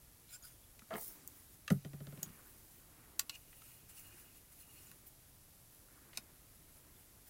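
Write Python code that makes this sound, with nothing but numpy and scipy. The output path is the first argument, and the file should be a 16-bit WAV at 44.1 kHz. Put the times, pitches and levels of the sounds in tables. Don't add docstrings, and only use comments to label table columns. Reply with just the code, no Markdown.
import sys
import numpy as np
from scipy import signal
from scipy.fft import rfft, irfft, next_fast_len
from scipy.io import wavfile
from scipy.ndimage import uniform_filter1d

SR = 44100
rng = np.random.default_rng(int(sys.argv[2]) if len(sys.argv) > 2 else 0)


def invert_db(x):
    u = np.asarray(x, float) / 20
    return 10 ** u


def pcm_store(signal):
    levels = np.round(np.clip(np.atleast_2d(signal), -1, 1) * 32767)
    wavfile.write(sys.argv[1], SR, levels.astype(np.int16).T)


N = 321489
FADE_DB = 12

# start_s, rim_blow_db, hardness_db, plastic_tap_db
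ROCKING = [(1.848, 0.5, 6, -45.5), (1.933, -2, 2, -50), (2.004, -3.5, 2.5, -52), (2.069, -5.5, -0.5, -47.5),
           (2.124, -7, 1.5, -55), (2.175, -7.5, -3, -52.5), (2.223, -8, -2, -62), (2.26, -9, -18, -52),
           (2.291, -11, -18, -57), (2.33, -22, -24, -66)]
# centre_hz, width_hz, level_db
LEAF_MODES = [(327, 170, 2), (710, 150, 9), (1060, 130, 11.5), (1480, 71, 10), (2130, 370, 8),
              (2770, 300, 8), (3060, 300, -8), (4000, 470, 8), (5180, 290, 8.5), (6300, 230, 11.5),
              (8470, 470, 6), (10150, 280, 9), (11500, 490, 5), (13650, 420, 2)]


def unit(x):
    return x / np.sqrt(np.mean(x ** 2) + 1e-20)


def along(points, hz):
    f, v = np.transpose(points)
    return np.interp(np.log(hz + 1), np.log(f + 1), v)


def filtered(x, response):
    m = next_fast_len(len(x) + SR // 2)
    return irfft(rfft(x, m) * response(np.fft.rfftfreq(m, 1 / SR)), m)[:len(x)]


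def colour(points):
    return lambda hz: invert_db(along(points, hz))


def modes(rows):
    def response(f):
        total = 0
        for k, (centre, width, db) in enumerate(rows):
            damping = 1j * f * width
            total = total + (-1) ** k * invert_db(db) * damping / (centre * centre - f * f + damping)
        return total
    return response


def bending(rows, lag, lead):
    def response(f):
        delay = np.exp(-4j * np.pi * lag * np.sqrt(180 * f) + 2j * np.pi * f * lead)
        return modes(rows)(f) * delay / (1 + 1j * f / 1500) ** 2
    return response


def noise(response, grit=0., patchy_db=0.):
    sizes = np.minimum(rng.exponential(size=N), 5)
    z = signal.stft(rng.standard_normal(N) * invert_db(grit * sizes), nperseg=256)[2]
    field = uniform_filter1d(rng.standard_normal(z.shape), 5, 0)
    field = uniform_filter1d(field, 9, 1)
    patchy = signal.istft(z * invert_db(patchy_db * unit(field)), nperseg=256)[1][:N]
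    return unit(filtered(patchy, response))


def strokes(rows, round_top):
    t = np.arange(0, N + 32, 32) / SR
    power = 0
    for s, rise, fall, db in rows:
        away = np.abs((t - s) / np.where(t < s, rise, fall))
        power = power + invert_db(2 * db - 2 * FADE_DB * away ** round_top)
    return np.interp(np.arange(N) / SR, t, np.sqrt(power))


def contacts(events, centres_hz, body, rise, ring_db, t60, rebound=0., scrape=0.52):
    usual_db, longer_per_db = -40, 0.025
    blow_at = 1.1
    rebound_s = 0.0009
    spread_s, spread_hz, spread_top_hz = 0.0024, 1000, 16000

    def spread(f):
        bent = 2 * np.sqrt(spread_hz * f) - f * np.sqrt(spread_hz / spread_top_hz)
        return np.exp(-2j * np.pi * spread_s * bent)

    out, t = np.zeros(N + SR), np.arange(SR // 10) / SR
    low, mid, high = centres_hz
    for s, db, low_db, high_db in events:
        lasts = t60 * np.exp(longer_per_db * (db - usual_db))
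        burst = rng.standard_normal(len(t)) * (1 - np.exp(-t / rise)) * invert_db(-60 * t / lasts)
        blow = np.linalg.norm(burst) * (np.arange(len(t)) == round(blow_at * rise * SR))
        blow = blow - rebound * np.roll(blow, round(rebound_s * SR))
        both = burst + invert_db(ring_db) * filtered(blow + scrape * burst, modes(body))
        tone = [(low / 3.9, low_db - 11.0), (low, low_db), (mid, 0), (high, high_db), (3.0 * high, high_db - 13)]
        sound = filtered(np.pad(both, (64, 0)), lambda f: colour(tone)(f) * spread(f))
        out[round(s * SR) - 64:][:len(sound)] += invert_db(db) * sound / np.abs(sound).max()
    return out[:N]


def noise_floor():
    # hz, db_per_hz
    hiss = [(150, -30), (300, -6), (600, 4), (1300, -5.5), (2500, -3.5), (8000, -0.5), (14000, 2),
            (15900, -1.5)]
    # hz, db_per_hz
    rumble = [(12, -24), (20, 2), (49, 1), (124, -1), (280, -17.5), (450, -22), (580, -67), (990, -120)]
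    return invert_db(-65) * noise(colour(hiss), patchy_db=-0.27) + invert_db(-67.5) * noise(colour(rumble))


def fan():
    # peak_s, level_db
    air = [(1.15, -66.5), (2.27, -63.5), (3.048, -67), (4.15, -69.5), (4.87, -71.5), (6.12, -68),
           (6.86, -70.5)]
    # hz, db_per_hz
    air_colour = [(60, -120), (150, -0.5), (300, 4.5), (600, -8.5), (1300, -5.5), (2200, -9.5),
                  (4000, -23.5), (8000, -120)]
    rise_s, fall_s, lull_db = 0.33, 0.35, -75
    swells = strokes([(s, rise_s, fall_s, db) for s, db in air], round_top=1.22)
    return np.hypot(swells, invert_db(lull_db)) * noise(colour(air_colour), patchy_db=1.5)


def lamp():
    # share_of_period, level_db
    pattern = [(0.278, -18), (0.619, -23), (.7, -1), (0.867, -15)]
    # centre_hz, width_hz, level_db
    ballast = [(7680, 200, -11), (9600, 200, -5), (9830, 120, -9), (10180, 150, 0), (10430, 110, -1),
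               (10800, 150, -9), (11660, 170, -2), (11990, 100, -7), (12235, 120, -3), (12470, 120, -6)]
    buzz_hz = 119.955
    share, db = np.transpose(pattern)
    starts = np.arange(1, int(N / SR * buzz_hz) - 2)[:, None]
    at = ((starts + share) / buzz_hz * SR).ravel()
    sizes = invert_db(db + 2.0 * rng.standard_normal((len(starts), len(db)))).ravel()
    near = np.floor(at)[:, None] + np.arange(-7, 9)
    off = near - at[:, None]
    pulses = sizes[:, None] * np.sinc(off) * np.cos(np.pi * off / 16) ** 2
    sparks = np.bincount(near.astype(int).ravel(), pulses.ravel(), N)
    return invert_db(-72.0) * unit(filtered(sparks, modes(ballast)))


def room(x):
    # hz, t60_s
    decay = [(300, 0.096), (2000, 0.099), (6000, 0.069), (14000, 0.083)]
    out, step = np.zeros(N + SR), SR // 4
    for start in range(0, N, step):
        hz, t, z = signal.stft(rng.standard_normal(step), SR, nperseg=128)
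        fade = invert_db(-60 * t / along(decay, hz)[:, None])
        tail = signal.istft(z * fade, SR, nperseg=128)[1]
        wet = signal.fftconvolve(x[start:start + step], tail / np.linalg.norm(tail))
        out[start + 90:][:len(wet)] += wet
    return out[:N]


def sleeve():
    # peak_s, rise_s, fall_s, level_db
    swish = [(1.03, 0.086, 0.094, -46), (1.13, .05, 0.064, -57.5)]
    # peak_s, rise_s, fall_s, level_db
    swish_body = [(1.01, 0.092, 0.18, -58)]
    # start_s, peak_db, low_db, high_db
    snags = [(0.9667, -37, -10, 3), (0.9824, -37, -12, 1), (1.0115, -33, -15, -1), (1.0454, -35, -12, 3),
             (1.0794, -31, -16, 5)]
    sheen_colour = [(5000, -30), (9000, -4.5), (12500, -1.5), (15200, 4), (15900, 0)]
    body_colour = [(2500, -20), (4600, -10), (5200, -10.5), (5800, -8.5), (8500, -8.0), (11000, -25)]
    cloth = strokes(swish, round_top=2.6) * noise(colour(sheen_colour), grit=3.4, patchy_db=2.2)
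    cloth += strokes(swish_body, round_top=0.8) * noise(colour(body_colour), grit=2.5, patchy_db=2.2)
    return cloth + contacts(snags, (6000, 10000, 15000), [(15300, 600, 0)], rise=0.0005, ring_db=1, t60=0.014)


def card_slides():
    # peak_s, rise_s, fall_s, level_db
    brushes = [(1.38, 0.18, 0.2, -62), (1.542, 0.026, 0.017, -59), (2.2, .3, 0.52, -63.5),
               (2.49, .07, 0.23, -63), (2.74, 0.19, 0.21, -65), (3.356, .03, .04, -61),
               (3.72, 0.34, 0.11, -59.5), (3.898, 0.015, 0.042, -55), (3.975, 0.03, 0.08, -53),
               (4.075, .03, .03, -57.5), (4.2, 0.12, 0.09, -59), (4.373, 0.05, 0.033, -60.5),
               (4.528, 0.02, 0.022, -59), (4.62, 0.079, 0.016, -58.5), (4.83, 0.22, 0.2, -60),
               (5.068, .008, 0.035, -58.5), (5.74, 0.11, .1, -68), (6.56, 0.11, .06, -69),
               (6.77, .08, 0.09, -67), (7.0, .07, 0.065, -66), (7.28, 0.018, .03, -59.5)]
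    # peak_s, rise_s, fall_s, level_db
    pushes = [(2.27, 0.18, 0.16, -77), (3.355, 0.039, 0.019, -59.5), (3.72, 0.33, 0.14, -72),
              (3.91, .015, .035, -70), (3.975, .025, .05, -66), (4.06, .05, 0.059, -68.5),
              (4.13, .04, 0.044, -69.5), (4.19, .02, .04, -70), (4.29, 0.074, .08, -72.5),
              (4.378, 0.022, .015, -73), (4.635, .035, .035, -71), (4.705, .02, .03, -68),
              (4.785, 0.077, 0.048, -67), (4.88, 0.044, 0.049, -70.5), (7.28, 0.027, .03, -87)]
    # hz, db_per_hz
    skin = [(5000, -28), (8500, -4.5), (10500, 3), (12200, -4), (14000, 4.5), (15800, -1)]
    # hz, db_per_hz
    paper = [(1000, -9), (2000, -0.5), (4200, -4.5), (6800, 2.5), (8500, 1), (11000, -37)]
    # centre_hz, width_hz, level_db
    card = [(2515, 130, -4), (2850, 75, 0.5), (4300, 210, -12)]
    resting_db, brush_grain_db, push_grain_db = -80.5, -9, 1
    firm_db, grain_grows = -60.5, 2
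    brush, push = strokes(brushes, round_top=1.25), strokes(pushes, round_top=1.26)
    fine = np.hypot(brush, invert_db(resting_db))
    push_grain = invert_db(push_grain_db + firm_db) * (push / invert_db(firm_db)) ** grain_grows
    coarse = np.hypot(invert_db(brush_grain_db) * brush, push_grain)
    slide = fine * noise(colour(skin), grit=3.1, patchy_db=3.0)
    slide += coarse * noise(colour(paper), grit=3.4, patchy_db=2.5)
    return slide + push * noise(modes(card), grit=3.7, patchy_db=2)


def palm():
    # peak_s, rise_s, fall_s, level_db
    shifts = [(5.95, 0.14, .12, -75), (4.15, .2, 0.17, -76), (2.39, .1, .2, -74.5)]
    dull = modes([(1300, 400, -2), (1800, 360, -2)])
    return strokes(shifts, round_top=1.6) * noise(dull, grit=3, patchy_db=5.5)


def leaf_creaks():
    # peak_s, rise_s, fall_s, level_db
    creaks = [(6.163, .02, 0.01, -60.5), (1.8, 0.065, 0.072, -74)]
    return strokes(creaks, round_top=2.0) * noise(modes(LEAF_MODES[4:11]), grit=3.6)


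def leaf_release():
    # start_s, peak_db, low_db, high_db
    loosen = [(6.1302, -47, -1, -14), (6.1335, -51, 1, -14)]
    # centre_hz, width_hz, level_db
    corner = [(1210, 200, -1), (2000, 240, 8), (2900, 300, 4), (3800, 300, 4), (4600, 260, 9)]
    # start_s, peak_db, low_db, high_db
    snaps = [(6.1722, -27.5, -11, -0.5), (6.1738, -28, -8.5, -5), (6.1785, -40.5, 4.5, -2)]
    free = contacts(loosen, (900, 3000, 8000), corner, rise=0.001, ring_db=3, t60=0.038, scrape=0.3)
    return free + contacts(snaps, (900, 4000, 11000), LEAF_MODES, rise=0.0007, ring_db=0.5, t60=0.015,
                           rebound=0.34, scrape=0.3)


def nails():
    # start_s, peak_db, low_db, high_db
    nail_taps = [(1.276, -29.5, -53, -6.5), (1.2784, -39, -46, -7)]
    # centre_hz, width_hz, level_db
    handle = [(730, 120, 16), (1510, 200, 7), (2880, 85, 14), (6580, 430, -6), (7200, 94, -3),
              (8440, 380, 12), (11300, 130, 5), (14300, 2500, 14.5), (15600, 250, 1)]
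    # start_s, peak_db, low_db, high_db
    flick = [
        (2.2277, -39, -30, 14),
        (2.2294, -26, -14, -2.5),
        (2.2306, -30, -9.5, -6),
    ]
    # centre_hz, width_hz, level_db
    flick_ring = [(726, 81, 17), (1500, 200, 5), (2880, 88, 8), (5080, 150, -4), (6050, 160, 6.5),
                  (6380, 100, 13), (6730, 160, 9.5), (9140, 120, -5), (11650, 100, 4), (13300, 300, 3),
                  (14400, 600, 6.5), (15100, 170, 13)]
    bands = (2200, 7000, 14000)
    steel = contacts(nail_taps, bands, handle, rise=0.00024, ring_db=0.0, t60=0.0075)
    return steel + contacts(flick, bands, flick_ring, rise=0.00029, ring_db=0.0, t60=0.0075, scrape=0.36)


def pings():
    # (centre_hz, width_hz, level_db)
    blows = [(3.195, [(1106, 37, 3), (1437, 44, 5)]), (3.296, [(1100, 39, -5), (1434, 45, -7)])]
    out = np.zeros(N)
    for s, arms in blows:
        blow = 1. * (np.arange(N) == round(s * SR))
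        out += filtered(blow, lambda f: modes(arms)(f) / (1 + 1j * f / 2000) ** 2)
    return out


def tips():
    # start_s, peak_db, low_db, high_db (tone against the middle band)
    clicks = [(3.894, -52, 3, 6), (4.37, -55, -5, 3), (4.9135, -43, 8, 7), (5.069, -58, -10, 18),
              (5.7458, -50, 0, 9), (6.5515, -55, -7, 10)]
    # centre_hz, width_hz, level_db
    steel = [(1112, 45, 11), (2600, 400, 5.5), (1450, 60, 4), (4050, 450, 5.5), (5075, 330, 2.5),
             (7320, 300, 5), (6105, 300, 2.5), (8434, 300, 5.5), (10200, 350, 6), (11700, 600, 8),
             (14030, 450, 7), (15250, 350, 9)]
    # start_s, peak_db, low_db, high_db
    knock = [(3.1912, -45, -15, -10), (3.1928, -20, -10, -5), (3.1943, -16.5, -9.5, -6)]
    # centre_hz, width_hz, level_db
    knock_ring = [(1970, 260, -1.5), (2750, 400, 7), (4930, 180, 8.5), (6120, 390, 4), (6940, 160, 4),
                  (7320, 160, 8.5), (8370, 340, 7), (10300, 240, 5), (11370, 150, 8), (12030, 130, 9),
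                  (13900, 280, 10), (15300, 270, 10)]
    # start_s, peak_db, low_db, high_db
    reknock = [
        (3.2943, -28.5, -8.5, -13),
        (3.2957, -29, -10, -12),
    ]
    # centre_hz, width_hz, level_db
    reknock_ring = [(604, 330, -2), (2050, 170, 5), (2690, 260, 10), (3800, 130, 4.5), (3960, 200, 12.5),
                    (4420, 300, 3), (4900, 170, 7), (6120, 100, 11), (7600, 500, 1), (10400, 150, 3),
                    (11940, 200, 11), (13900, 150, 11)]
    # start_s, peak_db, low_db, high_db
    catch = [(4.603, -58, -30, -30)]
    out = contacts(clicks, (1800, 6000, 12500), steel, rise=0.0013, ring_db=3.0, t60=0.014, rebound=0.45)
    out += contacts(knock, (1800, 6000, 12500), knock_ring, rise=0.0005, ring_db=0.0, t60=0.0097, scrape=0.29)
    out += contacts(reknock, (1800, 5000, 12500), reknock_ring, rise=0.0006, ring_db=-1.5, t60=0.014, scrape=0.17)
    return out + contacts(catch, (2500, 4250, 7000), [(4220, 120, 12)], rise=0.002, ring_db=11, t60=0.04)


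def gliding_tones():
    # peak_s, half_length_s, pitch_hz, glide_hz_per_s, level_db
    glides = [(.305, .016, 2230, 3000, -71), (0.3, .012, 4050, -8000, -65), (.344, .008, 3400, -15000, -67),
              (.356, 0.011, 2700, -20000, -68), (0.42, 0.015, 1420, 2000, -77),
              (.361, .009, 1500, 3000, -68), (.355, 0.013, 7550, 8000, -54.5),
              (.448, 0.012, 1440, 2000, -65.5), (0.64, 0.01, 3400, 12000, -73), (.428, .004, 6720, 0, -60),
              (.457, 0.0072, 4800, -5000, -67), (.335, 0.018, 6950, 3000, -65),
              (.345, 0.0076, 5100, 0, -61), (.453, .008, 7600, 0, -67), (1.07, 0.066, 5250, 6000, -69),
              (.914, 0.0091, 650, 0, -54), (.922, 0.01, 650, 0, -49.5), (.912, .005, 1200, 0, -53),
              (.922, .006, 1320, 0, -53), (6.965, 0.0072, 3500, 8000, -72), (.957, 0.014, 450, 0, -49.5),
              (.968, 0.019, 676, 0, -61), (4.871, .003, 7000, 0, -59), (5.074, .007, 14800, 0, -53),
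              (5.076, .012, 12000, 0, -59)]
    width_hz = 160
    out, t = np.zeros(N), np.arange(-SR // 20, SR // 20) / SR
    for s, half, hz, glide, db in glides:
        a, b = uniform_filter1d(rng.standard_normal((2, len(t))), size=int(SR / width_hz / 2), axis=1)
        phase = 2 * np.pi * (hz * t + glide * t * t / 2)
        tone = unit((1 + 0.6 * unit(a)) * np.cos(phase) + 0.85 * unit(b) * np.sin(phase))
        out[round(s * SR) - SR // 20:][:len(t)] += invert_db(db - FADE_DB * (t / half) ** 2) * tone
    return out


def nozzle():
    # peak_s, rise_s, fall_s, level_db
    gluing = [
        (0.346, 0.053, 0.026, -55.5),
        (0.438, 0.014, 0.092, -56.5),
        (0.294, 0.03, .025, -71),
    ]
    # centre_hz, width_hz, level_db
    resonances = [
        [(1450, 130, -8), (2360, 240, -6.5), (2800, 540, -10), (3660, 540, -12), (5080, 330, -3),
         (7000, 250, -3), (7400, 240, -1), (9340, 500, -0.5), (10800, 670, -6), (11900, 500, -10),
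         (12800, 500, -4), (15500, 420, -2)],
        [(1480, 240, -4), (3300, 900, -9), (4970, 280, -1), (6800, 540, -3.5), (8800, 370, 1),
         (10000, 790, 1.5), (11900, 650, -3), (13000, 600, 2), (15300, 700, 0)],
        [(2250, 190, 7), (3520, 550, 5), (5300, 400, 0), (7200, 550, -8)],
    ]
    flatness = [2.8, 1.4, 1.3]
    out = np.zeros(N)
    for stroke, top, tip in zip(gluing, flatness, resonances):
        out += strokes([stroke], top) * noise(modes(tip), grit=4.1, patchy_db=2.5)
    return out


def bottle_drag():
    # peak_s, rise_s, fall_s, level_db
    drag = [(.910, 0.0048, 0.012, -47), (.922, .008, 0.019, -46), (.941, 0.016, .01, -47),
            (.956, 0.012, 0.024, -45), (.977, 0.011, 0.011, -50), (.999, .004, 0.011, -61),
            (1.022, .01, 0.011, -59.5)]
    # centre_hz, width_hz, level_db
    tilted = [(300, 130, -7), (620, 98, 1.5), (745, 93, 0.5), (1280, 84, -0.5), (1360, 90, 0.5),
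              (1700, 130, -6), (2020, 300, -13), (2970, 300, -21)]
    # centre_hz, width_hz, level_db
    hollow = [(207, 40, 4), (333, 86, -1.5), (460, 63, 2.5), (676, 70, 3.5), (820, 180, -0.5),
              (1230, 150, -4), (1720, 89, -7), (2100, 130, -6.5), (2950, 400, -17)]
    start = strokes(drag[:2], round_top=2.4) * noise(modes(tilted), grit=3.6)
    return start + strokes(drag[2:], round_top=2.7) * noise(modes(hollow), grit=6.6)


def bottle_taps():
    # start_s, peak_db, low_db, high_db
    taps = [(0.7918, -47, -4, -6), (0.818, -51.5, 17, 0), (0.9048, -47, 5, -20), (1.7018, -28.5, 2.5, -4.5),
            (1.7077, -43, 5, -4), (3.5277, -52, -0.5, -24), (3.618, -51.5, 2, 1), (3.802, -63, -1, -15)]
    # start_s, peak_db, low_db, high_db
    jerks = [(0.9378, -40.5, -6, -21), (0.9492, -39, 9, -16), (0.9546, -34, 11, -19)]
    # start_s, peak_db, low_db, high_db
    touch = [(1.6775, -31.5, -2.5, -5.5)]
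    # centre_hz, width_hz, level_db
    plastic = [(1270, 160, 10.5), (1490, 280, 7.5), (1970, 210, 7.5), (2880, 190, 4.5), (3080, 140, 5),
               (3840, 320, 7), (6240, 130, 7)]
    # centre_hz, width_hz, level_db
    edge = [(700, 300, -5), (1210, 51, 13), (1760, 160, 7), (2700, 140, 10.5), (4000, 180, 0),
            (4840, 190, -12), (6350, 150, 1)]
    lead_s, low_db, high_db = 0.0012, -1, -10
    rocks = [(s - lead_s, tap_db, low_db, high_db) for s, _, _, tap_db in ROCKING]
    bands = (1300, 3200, 7500)
    out = contacts(taps, bands, plastic, rise=0.000535, ring_db=-3.5, t60=0.02)
    out += contacts(jerks, bands, plastic, rise=0.0004, ring_db=-5, t60=0.0066)
    out += contacts(rocks, bands, plastic, rise=0.000534, ring_db=-3.5, t60=0.03)
    return out + contacts(touch, (1200, 2800, 7000), edge, rise=0.000966, ring_db=5.0, t60=0.024, scrape=0.28)


def table_top():
    # centre_hz, width_hz, level_db
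    base_modes = [(99.3, 9.9, 19.6), (131.5, 4, 19.7), (140.4, 8.3, 31.2), (171.3, 28.9, 32.4),
                  (191, 22.3, 33.4), (223.5, 26.3, 26.7), (264.2, 29.5, 37.5), (264, 27.2, 37.2)]
    # centre_hz, width_hz, level_db
    rim_modes = [(139.4, 6, 18.5), (170.9, 79.4, 34.1), (176, 90, 34.4), (217.5, 90, 17.5),
                 (304.8, 6, -6.5)]
    # centre_hz, width_hz, level_db
    mat = [(562, 70, 2.5), (670, 84, -7), (773, 24, -7), (1030, 150, -18), (1233, 40, -5), (1423, 36, -2)]
    # centre_hz, width_hz, level_db
    late_sheet = [(405, 34, 6.5)]
    # centre_hz, width_hz, level_db
    legs = [(42, 28, 7), (92, 31, -3)]
    # centre_hz, width_hz, level_db
    rim_legs = [(94, 50, -2)]
    # start_s, level_db
    nudges = [(0.819, -34), (.948, -26.5), (6.18, -34.5)]
    set_down_s, settle_s, settle_db = 1.703, 0.048, -22
    t = np.arange(N) / SR
    flat, rim, hard, soft = np.zeros((4, N))
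    for s, db in nudges:
        soft[round(s * SR)] = invert_db(db)
    flat[round(set_down_s * SR)] = 1
    flat[round((set_down_s + settle_s) * SR)] = invert_db(settle_db)
    hard[round(set_down_s * SR)] = invert_db(9.5)
    for s, rim_db, hard_db, _ in ROCKING:
        rim[round(s * SR)] = invert_db(rim_db)
        hard[round(s * SR)] = invert_db(hard_db - 13)

    lifts = invert_db(np.interp(t, [1.785, 1.8], [0, -5]))
    leans = np.interp(t, [2.14, 2.22], [0, 0.7])
    low = lifts * filtered(flat, bending(base_modes, 0.005246, 0.00124))
    low += filtered(rim, bending(rim_modes, 0.006172, 0.00327))
    low -= leans * filtered(rim, bending(rim_modes[:1], 0.006172, 0.00327))
    low = filtered(low, lambda f: 1 / (1 + (f / 500) ** 10) / (1 + (52 / (f + 1)) ** 8))
    low *= invert_db(np.interp(t, [2.31, 2.36], [0, -20]))

    swing = uniform_filter1d(np.abs(low), size=300, origin=-140)
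    scraps = colour([(4000, -16), (8000, -11), (11800, 0), (15000, -6)])
    rattle = invert_db(-25.0) * swing * noise(scraps, grit=2.7)
    nudge = filtered(soft, bending([(213, 25.0, 28.7), (283, 94, 13.0)], 0.00535, 0.0027))
    sheets = filtered(hard, lambda f: bending(mat, 0.00902, 0.002)(f) / (1 + (440 / (f + 1)) ** 6))
    sheets += filtered(hard, lambda f: bending(late_sheet, 0.021, 0.001)(f) / (1 + (320 / (f + 1)) ** 6))
    sway = filtered(flat, bending(legs, 0.0048, 0.0012))
    sway += filtered(rim, bending(rim_legs, 0.00474, 0.00095))
    return low + sway + nudge + rattle + sheets


def scene():
    background = noise_floor() + fan() + lamp()
    hands = sleeve() + card_slides() + palm() + leaf_creaks()
    tweezers = tips() + nails() + pings() + leaf_release()
    bottle = bottle_taps() + bottle_drag() + nozzle() + gliding_tones()
    near, wood = tweezers + bottle, table_top()
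    upper = filtered(wood, lambda f: 1 / (1 + (330 / (f + 1)) ** 6))
    echo = invert_db(-22.5) * np.roll(near, round(0.0075 * SR))
    wet = room(invert_db(-9.5) * near + invert_db(-6.0) * upper)
    return (near + echo + wet + wood + hands + background)[None]


def band_limit(x):
    return signal.sosfilt(signal.butter(12, 17000, fs=SR, output="sos"), x)


def record(dry):
    main = filtered(dry[0], lambda hz: hz < 15880)
    top = filtered(dry[0] - main, lambda hz: hz < 17000)
    loud = np.abs(uniform_filter1d(top ** 2, size=256)) > invert_db(-62) ** 2
    gate = uniform_filter1d(loud * 1., size=128)
    return band_limit((main + invert_db(-20) * top * gate)[None])


dry = scene()
out = record(dry)
pcm_store(out)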